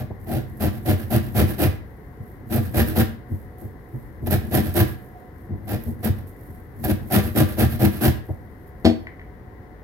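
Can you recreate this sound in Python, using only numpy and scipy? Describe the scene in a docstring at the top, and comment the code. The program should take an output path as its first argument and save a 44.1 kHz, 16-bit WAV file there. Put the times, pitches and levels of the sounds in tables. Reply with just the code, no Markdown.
"""A lemon is zested on a box grater that stands on a plastic cutting board in a small kitchen.
In each stroke wet peel sticks, oil cells burst and the teeth tear the rind, while their tugging drives
the modes of box and board; the lemon then slides back lightly. Between bouts, fingers turn the fruit.
Near the end it lands on the board and jolts a knife into ringing; last, the grater's frame ticks.
Room rumble, hiss and a faint fan tone lie under it all."""
import sys
import numpy as np
from scipy import signal
from scipy.fft import rfft, irfft
from scipy.io import wavfile
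from scipy.ndimage import uniform_filter1d

SR = 44100
rng = np.random.default_rng(int(sys.argv[2]) if len(sys.argv) > 2 else 0)


def store_pcm(level_fs):
    """Save levels as 16-bit WAV."""
    pcm = np.round(np.clip(level_fs, -1, 1) * 32767).astype(np.int16)
    wavfile.write(sys.argv[1], SR, np.atleast_2d(pcm).T)


N = 433503
TIME = np.arange(N) / SR

# strokes down the teeth: start_s, length_s, force_db, slide_back_force_db
STROKES = [(-.09, .15, -43, -75), (0.261, .17, -39, -60), (.594, .11, -31.3, -50.5),
           (0.849, 0.11, -30.5, -44), (1.096, .11, -30, -48), (1.34, .12, -26.3, -38.5),
           (1.576, 0.12, -28, -56), (2.495, .13, -34, -47), (2.733, .12, -27.5, -39.5),
           (2.948, 0.094, -25.5, -58), (4.257, .04, -34.5, -75), (4.294, .085, -29.8, -53),
           (4.506, 0.12, -27, -38), (4.738, .12, -27, -46.5), (5.668, .12, -38.5, -54.5),
           (6.024, .082, -33.3, -56), (6.831, 0.051, -33, -70), (6.872, .065, -31, -61),
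           (7.097, 0.13, -25.5, -39), (7.344, .11, -25, -42), (7.567, .11, -27.5, -41),
           (7.789, .11, -27.5, -42), (8.001, 0.12, -26.5, -56)]
USUAL_FORCE_DB = -28
def stroke_drive(level_db, exponent, back_db, crest_shift, stretch, bite):
    """Power law: amplitude grows as a power of force, in each stroke and in its light slide back."""
    drive, back_after_s, back_s = np.zeros(N), .12, .12
    for start, length, force_db, back_force_db in STROKES:
        down = swell(start, stretch * length, .46 + crest_shift, bite)
        back = swell(start + back_after_s, stretch * back_s, .29 + crest_shift, bite)
        drive += from_db(exponent * (force_db - USUAL_FORCE_DB)) * down
        drive += from_db(exponent * (back_force_db - USUAL_FORCE_DB) + back_db) * back
    return from_db(level_db) * drive


def grating():
    """Stick-slip friction: teeth catch and release, breaking the peel and shaking its supports."""
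    grip = catching(per_s=270, depth_db=2.5) * catching(per_s=55, depth_db=1.5)   # teeth, whole rows
    tugs = grains(per_s=900, spread_db=-.5, even_s=.011)
    fractures, rind = tearing_rind(grip)
    rasp = rind + bursting_cells(grip) + steel_plate(fractures)
    return hollow_box(tugs) + cutting_board(tugs), rasp


# spectrum of tearing rind: frequency_hz, level_db
RIND_SPECTRUM = [(500, 10), (850, -8.5), (1150, 0.5), (1650, 5), (2200, 2), (3200, 0), (4800, -3),
                 (6800, -12), (9000, -17.5), (16000, 1)]
def tearing_rind(grip):
    """Fracture noise: tiny breaks merge into a rasp. Returns the impulses and their sound."""
    drive = stroke_drive(-27.7, exponent=1, back_db=-.7, crest_shift=.01, stretch=1.05, bite=.22)
    fractures = crackle(grip * drive, per_s=5000, spread_db=2.5, scattered_db=1, pan_db=0)
    return fractures, from_db(1.5) * through(fractures, response(RIND_SPECTRUM))


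# spectrum of a bursting oil cell: frequency_hz, level_db
CELL_SPECTRUM = [(3000, -19), (7000, -18), (8800, -10), (10500, -5), (12500, 0.5), (13800, -1),
                 (15000, -13), (16000, -5)]
def bursting_cells(grip):
    """Rupture under pressure: oil cells give a high fizz that peaks just before the tearing."""
    drive = stroke_drive(-31.1, exponent=1, back_db=1.2, crest_shift=-.05, stretch=.96, bite=.19)
    ruptures = crackle(grip * drive, per_s=3500, spread_db=3, scattered_db=5, pan_db=-13)
    return from_db(5) * through(ruptures, response(CELL_SPECTRUM))


# loudest snaps of the peel: start_s, level_db
PEEL_SNAPS = [(1.1044, -17), (2.5606, -8.5), (2.885, -13), (4.2697, -17), (4.3096, -6.5), (4.537, -18),
              (4.5511, -1), (4.7402, -13), (5.8367, -21.5), (6.0467, -9), (6.8473, -5.5), (7.366, -14),
              (8.0197, -12)]
def peel_snaps():
    """Collective rupture: a tooth rips out a whole cluster of oil cells at once."""
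    cluster = butterworth(noise_burst(t60_s=.025, samples=SR // 25), 6500, "high")
    ruptures = through(clicks(PEEL_SNAPS), cluster)
    return from_db(-11) * place(through(ruptures, response(CELL_SPECTRUM)), pan_db=-15)


# modes of the toothed plate: pitch_hz, bandwidth_hz, level_db, pan_db, phase_difference_rad
PLATE_MODES = [(995, 57, -4.5, 8, 1), (1174, 20, -4, -11, -2), (1354, 92, -6.5, 3, -0.8),
               (1653, 95, -0.5, 7, -1.86), (1793, 69, -10, -8, 0.6), (1900, 15, -18.5, -9, -1.4),
               (2445, 58, -13.5, -11, -0.8)]
def steel_plate(fractures):
    """Resonance: the fractures at the teeth excite the modes of the steel."""
    return from_db(-8) * butterworth(through(fractures[1], resonator(PLATE_MODES)), 5200)


# modes of the grater's box: pitch_hz, bandwidth_hz, level_db, pan_db, phase_difference_rad
BOX_MODES = [(202.5, 12.4, -15.5, 14.5, 0.23), (222.8, 12.2, -5.5, 2, 0.33), (310, 18, -9, 0, -1.02),
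             (325.3, 19.5, -16, -4, -1.7), (397, 24, -29.5, -13.5, -1.5), (486, 14, -21.5, -7.5, 0),
             (558, 110, -30.5, 11, -0.14), (604, 24, -19.5, 1.5, 0.16), (696.5, 34, -23.5, 11, 0.94),
             (743, 38, -25, 3, 0.44)]
def hollow_box(tugs, crossover_hz=520):
    """Forced vibration: tugs shake the box, whose upper modes speak even in light strokes."""
    lower = stroke_drive(-19, exponent=.8, back_db=-4, crest_shift=.04, stretch=1.0419, bite=.32)
    upper = stroke_drive(-18.2, exponent=.5, back_db=-10.5, crest_shift=-.05, stretch=1, bite=.36)
    shaking = butterworth(lower * tugs, crossover_hz, order=3)
    shaking += butterworth(upper * tugs, crossover_hz, "high", order=3)
    return from_db(2) * butterworth(through(shaking, resonator(BOX_MODES)), 756, order=8)


# modes of board and table: pitch_hz, bandwidth_hz, level_db, pan_db, phase_difference_rad
BOARD_MODES = [(77, 18, -16.5, -7, -3.5), (94.4, 17.6, -1, 3, -0.54), (122.2, 14.3, -5.5, -2, 0.33)]
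def cutting_board(tugs):
    """Structure-borne sound: the tugs pass into board and table, which radiate a low thump."""
    drive = stroke_drive(-15.5, exponent=.78, back_db=-3.5, crest_shift=.02, stretch=1.1238, bite=.2)
    return from_db(.2) * butterworth(through(drive * tugs, resonator(BOARD_MODES)), [58, 170], "band")


# peel shifting against fingers and steel: start_s, length_s, level_db
FINGER_SHIFTS = [(.19, .09, -55), (.46, .15, -54), (2.203, .2, -57), (3.273, 0.23, -52),
                 (3.569, .14, -46.5), (3.87, .36, -59), (4.953, .22, -56), (5.844, 0.12, -41),
                 (6.257, 0.086, -46.5), (6.33, 0.43, -52.5), (6.747, 0.35, -48), (8.227, 0.19, -54),
                 (8.66, 0.055, -55)]
def wet_peel(silent_at_s=9.2):
    """Adhesion: wet peel crackles as it is held, turned and pressed on before each stroke."""
    fade = np.clip((silent_at_s - TIME) / .28, 0, 1)
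    held = from_db(-62.5) * fade * catching(per_s=21, depth_db=3.5)
    turned = sum(from_db(db) * swell(start, length, crest=.25) for start, length, db in FINGER_SHIFTS)
    pressed = sum(from_db(-45 + force_db - USUAL_FORCE_DB) * swell(start - .045, .07, crest=.65)
                  for start, _, force_db, _ in STROKES)
    sticking = crackle(held + turned + pressed, per_s=960, spread_db=3.5, scattered_db=-2.5, pan_db=-17)
    return from_db(-5.5) * through(sticking, response(CELL_SPECTRUM))


# fruit and hand bumping the grater: start_s, length_s, level_db, cutoff_hz
SOFT_BUMPS = [(.099, .025, -29.5, 900), (2.194, 0.026, -37, 200), (3.292, 0.075, -29, 210),
              (3.594, 0.12, -40.5, 500), (3.925, .06, -28.5, 206), (4.215, .049, -34, 250),
              (5.476, .11, -31.5, 280), (5.851, 0.093, -30, 280), (6.08, .04, -21, 120),
              (6.476, .055, -43, 250), (8.281, .045, -30, 570)]
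def soft_bumps(crest=.37):
    """Compliant contact: bumps and the bracing hand excite only the low modes of box and board."""
    contact = grains(per_s=2200, spread_db=2.5, even_s=.012)
    bracing = from_db(-42.5) * sum(swell(start - .13, .44, crest) for start, *_ in STROKES)
    force = butterworth(bracing * contact, 250)
    for start, length, db, cutoff_hz in SOFT_BUMPS:
        force += butterworth(from_db(db) * swell(start, length, crest) * contact, cutoff_hz)
    board = from_db(7) * through(force, resonator(BOARD_MODES))
    box = from_db(4) * through(force, resonator(BOX_MODES))
    return butterworth(board + box, 870, order=4)


# the lemon lands and settles: start_s, level_db
LANDING_BLOWS = [(8.8465, -26.5), (8.8515, -14), (8.8635, -15)]
# modes of the struck board: pitch_hz, level_db, t60_s
THUD_MODES = [(94.4, -5, 0.28), (237, 1.5, 0.17), (314.5, 4.5, 0.17), (366, -6, 0.23), (422, -16, 0.175),
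              (483, -15.5, 0.22), (649, -7.5, 0.2), (676, -17, 0.18), (736, -9, 0.14)]
def lemon_landing():
    """Impact excitation: the fruit sets the board into briefly ringing free vibration."""
    thud = butterworth(through(clicks(LANDING_BLOWS), free_ring(THUD_MODES)), 1900)
    return from_db(2) * place(thud, pan_db=6.5)


# modes of the knife blade: pitch_hz, level_db, t60_s
BLADE_MODES = [(3400, -33, .15), (4340, -21.5, .14), (4462, -24.5, 0.18), (5076, -26, .21),
               (5270, -39, .15)]
# spectrum of the knife's chatter: frequency_hz, level_db
CHATTER_SPECTRUM = [(100, 1), (400, 11.5), (750, 3), (1100, -10), (1800, -6), (3500, -6.5), (6000, -22),
                    (8000, -24), (12000, -24.5), (16000, -42)]
def jolted_knife():
    """Shock transmission: the first two blows of the landing make the knife chatter and ring."""
    jolts = clicks(LANDING_BLOWS[:2])
    contacts = through(jolts, noise_burst(t60_s=.19, samples=SR // 2))
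    chatter = from_db(-1) * through(contacts, response(CHATTER_SPECTRUM))
    ring = from_db(9.5) * through(jolts, free_ring(BLADE_MODES))
    return place(ring + chatter, pan_db=-4)


# ticks of the grater's plastic frame: start_s, level_db
FRAME_TICKS = [(9.07, -31.5), (9.195, -41), (9.215, -43)]
# spectrum of a tick: frequency_hz, level_db
TICK_SPECTRUM = [(400, -17), (1600, -1), (2050, 11.5), (2800, -8), (3800, -15), (6000, -35), (16000, -52)]
# modes of the frame: pitch_hz, level_db, t60_s
FRAME_MODES = [(1930, -15, .06), (2060, -20, .04)]
def frame_ticks():
    """Transient excitation: each slip of the frame in the hand gives a tick and a damped ping."""
    impulses = clicks(FRAME_TICKS)
    slips = through(impulses, noise_burst(t60_s=.04, samples=SR // 10))
    tick = from_db(-1) * through(slips, response(TICK_SPECTRUM))
    ping = from_db(12) * through(impulses, free_ring(FRAME_MODES))
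    return place(tick + ping, pan_db=4)


# reverberation time of the kitchen: frequency_hz, t60_s
KITCHEN_DECAY = [(100, 0.43), (500, 0.37), (2000, 0.43), (6000, 0.3), (15000, 0.22)]
def kitchen(sound):
    """Diffuse reverberation: reflections even out the two sides and decay band by band."""
    t, tail = TIME[:SR // 2], 0
    edges_hz = np.geomspace(40, 18000, 10)
    for low, high in zip(edges_hz, edges_hz[1:]):
        band = butterworth(rng.standard_normal((2, len(t))), [low, high], "band")
        tail += band * from_db(-60 * t / at_hz(KITCHEN_DECAY, np.sqrt(low * high)))
    tail *= np.clip(t / .0099 - .5, 0, 1)   # reflections build up after the direct sound
    blended = sound + .19 * (sound[::-1] - sound)
    return through(blended, tail / np.sqrt(np.sum(tail ** 2) / 2))


# spectral density of the room noise: frequency_hz, left_db, right_db
NOISE_SPECTRUM = [(20, -70, -69), (47.3, -59, -62.5), (95, -62, -63), (173, -70, -69), (474, -74, -73.5),
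                  (680, -85, -84), (1074, -80.5, -86), (1174, -88, -91), (1984, -80.5, -101),
                  (2500, -103, -106), (4860, -109, -111), (7860, -118, -117), (12200, -110, -106),
                  (15800, -112, -108)]
def room_noise(size=8192):
    """Spatial coherence: long waves of rumble reach both sides alike, short waves of hiss do not."""
    hz, table = np.fft.rfftfreq(size, 1 / SR), np.array(NOISE_SPECTRUM)
    coherence = at_hz([(100, .91), (500, .7), (1500, .03)], hz)
    shared, noise = rng.standard_normal(N), np.zeros((2, N))
    for side in (0, 1):
        gain = from_db(at_hz(table[:, [0, side + 1]], hz)) * np.sqrt(SR / 2)
        for source, share in ((shared, coherence), (rng.standard_normal(N), 1 - coherence)):
            kernel = np.fft.fftshift(irfft(gain * np.sqrt(share)))
            noise[side] += signal.oaconvolve(source, kernel, "same")
    return from_db(-.5) * noise


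def fan(pitch_hz=731, bandwidth_hz=8.9):
    """Narrow-band noise: a faint, wavering fan tone that swells once."""
    tone = through(rng.standard_normal(N), resonator([(pitch_hz, bandwidth_hz, 0, -3, .99)]))
    return (from_db(-59) + from_db(-51.5) * swell(5.06, .27, crest=.4)) * tone


def swell(start_s, length_s, crest, bite=.21):
    """Envelope: a quick onset set by bite, a peak at the fraction crest of the length, a release."""
    envelope = np.zeros(N)
    span = slice(max(int(start_s * SR), 0), max(int((start_s + length_s) * SR), 1))
    age = TIME[span] - start_s
    rise = np.interp(age / length_s, [0, crest, 1], [bite, 1, 0])
    envelope[span] = np.sin(np.pi / 2 * rise) ** 2 * np.sqrt(np.clip(age / .012, 0, 1))
    return envelope


def catching(per_s, depth_db):
    """Random amplitude modulation: the grip tightens and slackens; unit RMS."""
    steps = np.clip(rng.standard_normal(N // 20), -2, 2)
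    grip = from_db(depth_db * np.interp(TIME * per_s, np.arange(len(steps)), steps))
    return grip / np.sqrt(np.mean(grip ** 2))


def grains(per_s, spread_db, even_s):
    """Poisson process: impulses of uneven size, their mean power held steady over even_s."""
    impulses, onsets = np.zeros(N), np.flatnonzero(rng.random(N) < per_s / SR)
    draw = rng.uniform(-1, 1, N)[onsets]
    impulses[onsets] = np.sign(draw) * from_db(spread_db * np.minimum(-np.log(np.abs(draw)), 5))
    power = uniform_filter1d(impulses ** 2, int(even_s * SR))
    return impulses / np.sqrt(np.maximum(power, 1e-4))


def crackle(force, per_s, spread_db, scattered_db, pan_db):
    """Scattering: some snaps reach both sides directly, others leave the box toward one side only."""
    direct = place(force * grains(per_s, spread_db, even_s=.045), pan_db)
    scattered = np.array([force * grains(2 * per_s, spread_db, even_s=.047) * from_db(side_db)
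                          for side_db in (pan_db, 0)])
    scattered /= np.sqrt((1 + from_db(2 * pan_db)) / 2)
    share = from_db(scattered_db)
    return (direct + share * scattered) / np.sqrt(1 + share ** 2)


def clicks(rows):
    """Impulse train: one sample for each row of start_s, level_db."""
    impulses = np.zeros(N)
    for start, db in rows:
        impulses[round(start * SR)] += from_db(db)
    return impulses


def noise_burst(t60_s, samples):
    """Exponential decay of white noise."""
    return rng.standard_normal(samples) * from_db(-60 * TIME[:samples] / t60_s)


def free_ring(modes):
    """Free vibration: a struck object rings as a sum of damped sines."""
    t = TIME[:SR // 2]
    return sum(from_db(db - 60 * t / t60) * np.sin(2 * np.pi * hz * t) for hz, db, t60 in modes)


def resonator(modes):
    """Modal superposition: each mode has its own level and phase per side; unit mean energy."""
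    t, sides, ring = TIME[:SR // 3], np.array([[.5], [-.5]]), 0
    for hz, bandwidth, db, pan_db, phase in modes:
        envelope = bandwidth * from_db(db + sides * pan_db) * np.exp(-np.pi * bandwidth * t)
        ring += envelope * np.cos(2 * np.pi * hz * t + sides * phase)
    return ring / np.sqrt(np.sum(ring ** 2) / 2)


def response(spectrum, size=4096):
    """Minimum phase: the shortest causal ring with this spectral shape; unit energy."""
    gain = from_db(at_hz(spectrum, np.fft.rfftfreq(size, 1 / SR)))
    cepstrum = irfft(np.log(gain))
    cepstrum[1:size // 2] *= 2
    cepstrum[size // 2 + 1:] = 0
    ring = irfft(np.exp(rfft(cepstrum)))
    return ring / np.linalg.norm(ring)


def place(sound, pan_db, lag_s=.00016):
    """Time and level difference: the left side lags, and its level is pan_db relative to the right."""
    right = sound.ravel()
    left = np.interp(TIME - lag_s, TIME, right) * from_db(pan_db)
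    return np.array([left, right]) / np.sqrt((1 + from_db(2 * pan_db)) / 2)


def through(sound, ring):
    """Convolution with a mono or stereo impulse response."""
    return signal.oaconvolve(np.atleast_2d(sound), np.atleast_2d(ring), axes=1)[:, :N]


def butterworth(sound, hz, kind="low", order=2):
    """Maximally flat filter, low-pass by default."""
    return signal.sosfilt(signal.butter(order, hz, kind, fs=SR, output="sos"), sound + 1e-18)


def at_hz(points, hz):
    """Interpolation on a log-frequency axis."""
    frequencies, values = np.transpose(points)
    return np.interp(np.log(np.maximum(hz, 1)), np.log(frequencies), values)


def from_db(db):
    """Amplitude ratio of a level."""
    return 10 ** (np.asarray(db) / 20)


def scene():
    """Superposition: direct sound, its reverberation and the background add."""
    rumble, rasp = grating()
    peel = wet_peel()
    low = rumble + soft_bumps()
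    bright = rasp + peel + peel_snaps() + frame_ticks()
    knock = lemon_landing() + jolted_knife()
    reflected = kitchen(from_db(-12.5) * low + from_db(-6.5) * bright + from_db(-11.5) * knock)
    return low + bright + knock + reflected + room_noise() + fan()


def record(dry):
    """Band limiting and soft saturation: deep bass and top treble are cut, high peaks rounded."""
    dry = butterworth(dry, 40, "high", order=3)
    rounded = dry / (1 + (dry / .95) ** 8) ** (1 / 8)
    return signal.sosfilt(signal.ellip(12, .2, 80, 15800, fs=SR, output="sos"), rounded)


dry = scene()
out = record(dry)
store_pcm(out)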